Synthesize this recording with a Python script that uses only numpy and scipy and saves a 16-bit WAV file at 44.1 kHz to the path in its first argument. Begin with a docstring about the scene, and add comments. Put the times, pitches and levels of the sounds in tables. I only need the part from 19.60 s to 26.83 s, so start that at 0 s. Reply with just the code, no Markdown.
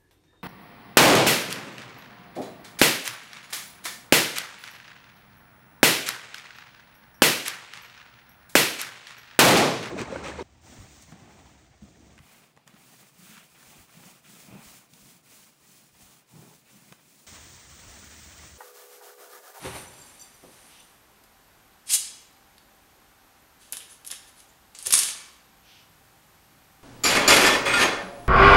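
"""A hard-walled workshop with a steady hush, a faint hum, a high whine and a late low drone, all of
filtered noise. A bench shear settles with a thud (decaying low modes) under rubbing hiss while a small
steel offcut jingles (bending modes). Later two thin steel plates are slid on each other, tapped down on
a table and dropped in a clatter: bursts and gritty friction noise drive the plate modes. Something soft
rustles twice; a sparse-echo tail follows the near sounds."""
import sys
import numpy as np
from scipy import signal
from scipy.fft import rfft, irfft, next_fast_len
from scipy.io import wavfile
from scipy.ndimage import uniform_filter1d

SR = 44100
rng = np.random.default_rng(int(sys.argv[2]) if len(sys.argv) > 2 else 0)


def store_wav(level_fs):
    """Save 16-bit WAV to argv[1]."""
    pcm = np.round(np.clip(np.atleast_2d(level_fs), -1, 1) * 32767)
    wavfile.write(sys.argv[1], SR, pcm.T.astype(np.int16))


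N = 318836


def amp(db):
    """Gain of a level in dB."""
    return 10 ** (np.asarray(db) / 20)


def evened(x):
    """Scales to rms 1."""
    return x / np.sqrt(np.mean(x ** 2) + 1e-20)


def read(points, hz):
    """Value of a spectrum table on a log-frequency axis."""
    f, value = np.transpose(points)
    return np.interp(np.log(hz + 1), np.log(f + 1), value)


def colour(x, points):
    """Filters x by a spectrum table in dB."""
    size = next_fast_len(len(x), True)
    gain = amp(read(points, np.fft.rfftfreq(size, 1 / SR)))
    return irfft(rfft(x, size) * gain, size)[:len(x)]


def add(mix, s, sound):
    """Mixes a sound in at second s."""
    part = mix[round(s * SR):][:len(sound)]
    part += sound[:len(part)]


def resonate(x, hz, width_hz):
    """Two-pole resonance of gain 1 at its centre."""
    return signal.lfilter(*signal.iirpeak(hz, hz / width_hz, SR), x)


def grit(count, spread_db, per_s):
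    """Stick-slip clicks of uneven size over a bed of noise."""
    size = amp(spread_db * np.minimum(rng.exponential(1, count), 3))
    clicks = size * (rng.random(count) < per_s / SR)
    return evened(rng.standard_normal(count) * (.9 + clicks))


def hush():
    """Steady room noise, two narrow noise bands (hum and whine) and the late drone."""
    # room noise spectrum: f/Hz, relative level/dB
    room_spectrum = [(12, -38.5), (22, -12.5), (50, -2), (80, -6.5), (170, -8), (260, -7), (450, -11),
                     (900, -9), (1500, -10.5), (2500, -15.5), (5000, -19.5), (10000, -22), (11000, -23),
                     (15700, -26.5)]
    # steady bands: f/Hz, width of each of two passes/Hz, level/dB
    bands = [(783, 33, -72.5), (11960, 400, -70.5)]
    room_db, drone_db = -58.5, -65
    drone_start_s, drone_rise_s = 5.8, 0.34
    bed = amp(room_db) * evened(colour(rng.standard_normal(N), room_spectrum))
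    for hz, width_hz, db in bands:
        band = resonate(resonate(rng.standard_normal(N), hz, width_hz), hz, width_hz)
        bed = bed + amp(db) * evened(band)
    drone_spectrum = [(40, -32), (70, 1), (160, 6.0), (320, -19)]  # f/Hz, relative level/dB
    drone = evened(colour(rng.standard_normal(N), drone_spectrum))
    rise = np.clip((np.arange(N) / SR - drone_start_s) / drone_rise_s, 0, 1)
    return bed + amp(drone_db) * rise * drone


def workshop(x):
    """Sparse reflections of random sign, each band dying at its own speed."""
    # decay of the hard walls: f/Hz, t60/s
    wall_t60 = [(250, 0.98), (1000, 0.98), (2500, 0.77), (5000, 0.65), (9000, 0.47), (14000, 0.31)]
    echoes = np.zeros(SR)
    at = np.arange(300, SR - 20, 10)
    echoes[at + rng.integers(0, 10, len(at))] = rng.choice([-1., 1.], len(at))
    hz, t, z = signal.stft(echoes, SR, nperseg=256)
    decay = amp(-60 * t / read(wall_t60, hz)[:, None])
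    tail = signal.istft(z * decay, SR, nperseg=256)[1]
    return signal.fftconvolve(x, tail / np.linalg.norm(tail))[:N]


def rustles():
    """Cloth or paper brushed nearby: a short swell of fine crackle."""
    # soft brushes: t/s, length/s, level/dB, graininess/dB
    brushes = [(1.057, 0.22, -57, 1.5), (5.996, 0.29, -55, 4.5)]
    # crackle spectrum: f/Hz, relative level/dB
    crackle_spectrum = [(1600, -23), (2400, -4), (3000, 0), (3900, -7.5), (6200, -9.5), (7500, -36)]
    out = np.zeros(N)
    for s, length_s, db, grain_db in brushes:
        crackle = evened(colour(grit(SR // 2, grain_db, 90), crackle_spectrum))
        crackle = crackle[:round(length_s * SR)]
        add(out, s, amp(db) * crackle * signal.windows.tukey(len(crackle), .85))
    return out


def drag():
    """Hiss of gloves and sheet rubbing on the shear, and the rumble it puts into the frame."""
    # drag over the shear: t/s, hiss level/dB
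    hiss_curve = [(0.0, -51.5), (0.055, -41.5), (0.128, -47.5), (0.163, -44), (0.27, -56), (0.46, -55),
                  (0.55, -57), (0.801, -61.5), (0.944, -57), (1.11, -57), (1.264, -62.5), (1.45, -66)]
    # hiss spectrum: f/Hz, relative level/dB
    hiss_spectrum = [(1060, -28), (1800, -4.5), (5340, -8.5), (6120, -4.5), (6700, -9), (7200, -10),
                     (7810, -8), (9280, -3.5), (15700, -23)]
    # frame rumble spectrum: f/Hz, relative level/dB
    rumble_spectrum = [(71, -38), (120, -5), (398, -9), (470, -11), (547, -11), (617, -8.5), (787, -5.5),
                       (4500, -18.5), (5850, -55), (9900, -120)]
    firm_hiss_db, firm_rumble_db = -48, -46.5
    rumble_db_per_hiss_db = 1.77
    s, db = np.transpose(hiss_curve)
    t = np.arange(N) / SR
    hiss_db = np.interp(t, s, db)
    hiss = amp(hiss_db) * evened(colour(grit(N, 2.8, 1500), hiss_spectrum))
    rumble_db = firm_rumble_db + rumble_db_per_hiss_db * (hiss_db - firm_hiss_db)
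    rumble = amp(rumble_db) * evened(colour(rng.standard_normal(N), rumble_spectrum))
    return (hiss + rumble) * np.clip((s[-1] - t) / 0.15, 0, 1)


def thuds():
    """Dull blows on frame and table: a noisy push with the heavy low modes; the lowest has its own share."""
    # blows: t/s, level/dB, lowest mode/dB, push noise/dB
    blows = [(0.045, -23, -19, -1.5), (0.063, -35.5, 7, -12), (0.146, -40, 1, 14.5), (0.829, -39.5, -28, 7),
             (0.87, -42.5, -28, 5), (4.124, -52.5, -25, 9), (4.504, -45.5, -21.5, 3),
             (5.26, -35.5, -4.5, 5), (5.325, -36.5, -23.5, 4), (5.388, -48, -23, 1.5)]
    # modes of frame and table: f/Hz, level/dB, t60/s
    bench_modes = [(80.7, 8, 0.16), (131, -3.5, 0.097), (187, -9, 0.079), (300.4, -3.5, .12),
                   (381, 6.5, 0.1), (515.6, 0, 0.32), (790, -6.5, 0.085), (1118, -9, 0.13)]
    # push noise spectrum: f/Hz, relative level/dB
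    push_spectrum = [(70, -23.5), (170, -1), (500, 0.5), (1200, -7.5), (2200, -29.5)]
    out, t = np.zeros(N), np.arange(SR // 2) / SR
    onset = 1 - np.exp(-t / 0.0082)
    phases = rng.random((len(blows), len(bench_modes)))
    for (s, db, boom_db, noise_db), turns in zip(blows, phases):
        modes = [amp(mode_db - 60 * t / t60) * np.sin(2 * np.pi * (hz * t + turn))
                 for (hz, mode_db, t60), turn in zip(bench_modes, turns)]
        push = evened(colour(rng.standard_normal(len(t)), push_spectrum)) * np.exp(-t / 0.024)
        blow = amp(boom_db) * modes[0] + sum(modes[1:]) + amp(noise_db) * push
        add(out, s, amp(db - 11) * blow * onset)
    return out


def jingles():
    """Knocks ring the offcut: place and hardness weight the modes, loose contact makes them flutter."""
    # knocks: t/s, level/dB, place along the strip/0-1, hardness/dB per octave
    knocks = [(.1397, -55, .245, 4), (.1688, -57, .245, 6), (.2054, -61, .443, 4), (.2683, -57, .04, -8),
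              (.3294, -62, .007, 0), (.379, -61, .473, -4), (.4101, -59, .49, -6), (.46, -54, .034, -6),
              (.5396, -65, .154, -2), (.5944, -54, .208, -5), (.612, -56, .225, -6), (.74, -68, .443, 2),
              (.9065, -60, .027, -2), (1.059, -69, .248, 4), (1.1944, -64, .43, -6)]
    # offcut modes: f/Hz, level/dB, t60/s
    offcut_modes = [(3510, -1, .15), (4651, -0.5, 0.28), (5970, 10, 0.13), (7380, 9, 0.38),
                    (8290, -1, 0.27), (9022, 7.5, 0.26), (10900, 2.5, 0.35), (12600, -6, .25),
                    (12930, 2, .2), (14600, -10, .3), (15040, -8, .4)]
    strip_hz = 82  # a mode of n half waves lies at n squared times this
    tilt_centre_hz = 7000
    at_node = 0.14  # what a knock on a node still stirs
    free_s = 0.063  # every ring is free this long, then fades fast
    out, t = np.zeros(N), np.arange(SR // 6) / SR
    hz, mode_db, t60 = np.transpose(offcut_modes)[..., None]
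    half_waves = np.sqrt(hz / strip_hz)
    shape = (1 - np.exp(-t / 0.0028)) * np.exp(-np.maximum(t - free_s, 0) / 0.011)
    phases = rng.random((len(knocks), len(offcut_modes), 1))
    for (s, db, place, hard_db), turns in zip(knocks, phases):
        slow_noise = uniform_filter1d(rng.standard_normal((len(offcut_modes), len(t))), 350)
        flutter = 1 + 0.91 * evened(slow_noise)
        stirred = at_node + abs(np.sin(np.pi * (half_waves * place - 1 / 4)))
        tilt_db = hard_db * np.log2(hz / tilt_centre_hz)
        ring = amp(db + mode_db + tilt_db - 60 * t / t60) * np.sin(2 * np.pi * (hz * t + turns))
        add(out, s, (stirred * flutter * ring).sum(axis=0) * shape)
    return out


def squeaks():
    """Slips of an edge, and at 4.464 s the ring of a tap: short fuzzy whistles, noise in a high resonance."""
    # whistles: t/s, length/s, f/Hz, level/dB
    whistles = [(4.303, 0.036, 10000, -51.5), (4.464, 0.0086, 10400, -38), (4.671, 0.029, 10300, -61),
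                (4.753, 0.063, 9700, -60.5), (4.883, 0.031, 7000, -61)]
    out = np.zeros(N)
    for (s, length_s, hz, db), noise in zip(whistles, rng.standard_normal((len(whistles), SR // 8))):
        whistle = evened(resonate(resonate(noise, hz, 800), hz, 800))[:round(length_s * SR)]
        add(out, s, amp(db) * whistle * signal.windows.tukey(len(whistle), .6))
    return out


def strokes():
    """Friction noise swells to its hardest moment and eases; the grip sets its body and edge."""
    # slides and chatter: start/s, hardest/s, end/s, level/dB, body/dB, edge/dB; end before start is silent
    slides = [(3.968, 4.02, 4.18, -60.5, 0.5, -18.5), (4.26, 4.304, 4.4, -55, -6.5, -18),
              (4.446, 4.484, 4.505, -45, -4, -20), (4.497, 4.513, 4.59, -48, -1.5, -18),
              (4.62, 4.687, 4.74, -59, -2, -17), (4.71, 4.79, 4.87, -60.5, 0, -21),
              (4.85, 4.893, 4.9, -61, -7, -17), (5.136, 5.2, 5.8, -54.5, -0.5, -21),
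              (5.242, 5.263, 5.32, -38, -2, -20), (5.312, 5.335, 5.003, 9.5, -7, -21),
              (5.36, 5.372, 5.55, -29.5, -5, -27)]
    # one swipe of the held plates: t/s, level/dB, body/dB, edge/dB
    swipe = [(2.255, -63, -11, -24), (2.28, -48.5, -4.5, -26), (2.306, -30, -4, -22),
             (2.318, -27.5, -10.5, -18), (2.342, -19.5, -12.5, -15), (2.36, -23, -10.5, -12),
             (2.385, -38, -8, -12)]
    # main friction band: f/Hz, relative level/dB
    bite_spectrum = [(4000, -40), (6000, 0.5), (8000, 0.5), (10000, -1), (11500, -6.5), (13500, -29)]
    # bending sheet: f/Hz, relative level/dB
    body_spectrum = [(500, -36), (900, -13), (1600, -9.5), (2800, -1), (4500, -1.5), (6500, -24)]
    # bright edge: f/Hz, relative level/dB
    edge_spectrum = [(11000, -38.5), (12500, 4), (15700, -8.5)]
    start_db, end_db = -34, -15.5  # relative to the hardest moment
    swell_power, ease_power = 1.3, 1.3
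    noise, out, t = grit(N, 2.1, 4000), np.zeros(N), np.arange(N) / SR
    bite = evened(colour(noise, bite_spectrum))
    body = evened(colour(noise, body_spectrum))
    edge = evened(colour(noise, edge_spectrum))

    def rub(start, end, db, body_db, edge_db):
        """Mixes the three friction bands between faded ends."""
        ends = np.clip((t - start) / 0.0086, 0, 1) * np.clip((end - t) / 0.036, 0, 1)
        return amp(db) * ends * (bite + amp(body_db) * body + amp(edge_db) * edge)

    for start, hard, end, db, body_db, edge_db in slides:
        swell_db = start_db * np.clip((hard - t) / (hard - start), 0, 1) ** swell_power
        ease_db = end_db * np.clip((t - hard) / (end - hard), 0, 1) ** ease_power
        out += rub(start, end, db + (swell_db + ease_db), body_db, edge_db)
    s, *columns = np.transpose(swipe)
    return out + rub(s[0], s[-1], *(np.interp(t, s, c) for c in columns))


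def taps():
    """Each strike is a sharp burst around the pitch of the struck edge; then the sheet shivers on."""
    # edge strikes: t/s, level/dB, body/dB (more in a flat landing), edge f/Hz, brightness/dB, shiver/dB
    strikes = [(1.6377, -43, -8, 6950, -4, -12), (2.9806, -37, 2, 10300, -18, -22),
               (4.1238, -12, -21, 10600, -17, -20), (4.1303, -19, -3, 9840, -20, -10),
               (4.169, -17, -12, 10000, -16, -15.5), (4.2036, -34, 4, 9700, -19, -2),
               (4.448, -27.5, -6, 10540, -14, -11.5), (4.4646, -26.5, -27.5, 10450, -16, -22.5),
               (4.474, -19, -29.5, 10600, -20, -19), (4.5029, -25, 2, 10100, -20, -10),
               (4.5105, -19, -11, 10200, -18, -13.5), (4.5146, -15.5, -8, 9500, -18, -20),
               (4.5241, -23.5, 6.5, 8790, -23, -10.5), (4.8025, -33, -9, 9640, -23, -15),
               (5.1489, -28.5, -8, 7250, -27, -6), (5.1875, -24, -12, 8600, -19, -11),
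               (5.226, -24.5, -27.5, 8900, -24, -9.5), (5.255, -26.5, -9.5, 9130, -24.5, -13),
               (5.2618, -14, -11, 8040, -16, -21.5), (5.269, -8, -15.5, 10600, -20.5, -17.5),
               (5.3061, -9, -7, 9970, -22, -9.5), (5.3246, -0.5, -16.5, 9800, -24, -7.5),
               (5.3317, -5, -19, 10700, -25, -17), (5.337, 3, -13, 8370, -27.5, -10),
               (5.339, -1, -18, 9600, -24, -16.5), (5.341, -7.5, -21, 7000, -28, -18.5),
               (5.352, -2, -25, 9330, -26, -22), (5.3583, -14, 0, 10400, -24.5, -19),
               (5.372, -14, -6, 9400, -22, -16.5), (5.378, -5.5, -7.5, 10040, -19, -15.5),
               (5.389, -2, -22.5, 10300, -25, -16.5), (5.3924, -6.5, -12.5, 9900, -30, -15),
               (5.4328, -6.5, -13, 8100, -17, -19), (5.452, -17, -2, 9350, -31, -18),
               (5.4871, -19.5, -2, 8870, -32, -12)]
    table_db = -2.5  # the table under the body
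    out, t = np.zeros(N), np.arange(-256, 3840) / SR
    onset = np.clip(t / 0.00053, 0, 1)
    noises = rng.standard_normal((len(strikes), len(t)))
    for (s, db, body_db, hz, top_db, shiver_db), noise in zip(strikes, noises):
        below, above = np.clip(hz * np.array([6, 8]) / 7, 5900, 13500)
        low = [(150, body_db + table_db - 11.5), (1000, body_db + table_db), (3500, body_db + 6.0)]
        high = [(5600, -5), (below, -3.5), (hz, 1.5), (above, -3.5), (13800, top_db)]
        fall = (np.exp(-t / 0.0019) + amp(shiver_db) * np.exp(-t / 0.025)) * onset
        burst = evened(colour(noise, low + high))
        add(out, s + t[0], amp(db - 10.5) * burst * fall)
    return out


def plates(drive):
    """The contact sound plus the ring of the sheets, whose modes change once they are laid down."""
    # modes held in the air: f/Hz, width/Hz, level/dB
    held_modes = [(2400, 54, -11), (2860, 46, -11), (3330, 35, 1), (3990, 88, -9), (4470, 52, 1),
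                  (5040, 160, 3.5), (5300, 99, -0.5), (5600, 22, -18), (5980, 24.8, -23), (6440, 34, -15),
                  (6640, 120, -12), (7020, 24, -11), (7100, 28, 2), (7700, 67, -5.5), (7640, 49, -8),
                  (8540, 220, 1), (9030, 283, -14), (9050, 162, -4), (9600, 87, 7), (10000, 87, -2),
                  (10700, 240, -4), (11500, 80, 1.5)]
    # modes lying on the table: f/Hz, width/Hz, level/dB
    laid_modes = [(1155, 110, -18), (1760, 28, -6), (2300, 12, -5), (3074, 38, -17), (3323, 40, -11),
                  (3820, 41, -16), (4712, 64, -6), (5350, 110, -8), (5980, 83, -11), (6450, 100, -3.5),
                  (7000, 39, -15), (7060, 54.85, -6), (7790, 30, -20.5), (8430, 99, -1.5), (9240, 200, -4),
                  (10040, 170, -2)]
    # how readily modes take up the contact: f/Hz, gain/dB
    uptake = [(2000, 8.5), (5000, 7.5), (9000, -2.5)]
    laid_s = 3.5
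    held, laid = np.split(colour(drive, uptake), [round(laid_s * SR)])

    def ring(part, modes):
        """Sums the parallel mode resonances."""
        return sum(amp(db) * resonate(part, hz, width_hz) for hz, width_hz, db in modes)

    return drive + amp(1.5) * np.concatenate([ring(held, held_modes), ring(laid, laid_modes)])


def scene():
    """Near sounds, their echo in the workshop, the colour of the microphone, and the hush."""
    # port peak of the microphone: f/Hz, gain/dB
    port_peak = [(7000, -1), (8800, -0.1), (10100, 1.5), (11300, 1.5), (12500, 1), (15700, -4)]
    sheets = plates(taps() + strokes()) + squeaks()
    shear = drag() + jingles() + thuds() + rustles()
    echo = workshop(amp(-7.0) * sheets + amp(-9) * shear)
    near = sheets + shear + echo
    return (colour(near, port_peak) + hush())[None]


def record(dry):
    """The input stage rounds off the highest peaks; then the band limit."""
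    ceiling, band_limit_hz = .9, 15800
    rounded = ceiling * np.tanh(dry / ceiling)
    lowpass = signal.firwin(1023, band_limit_hz, window=("kaiser", 9), fs=SR)
    return signal.oaconvolve(rounded, lowpass[None], "same")


dry = scene()
out = record(dry)
store_wav(out)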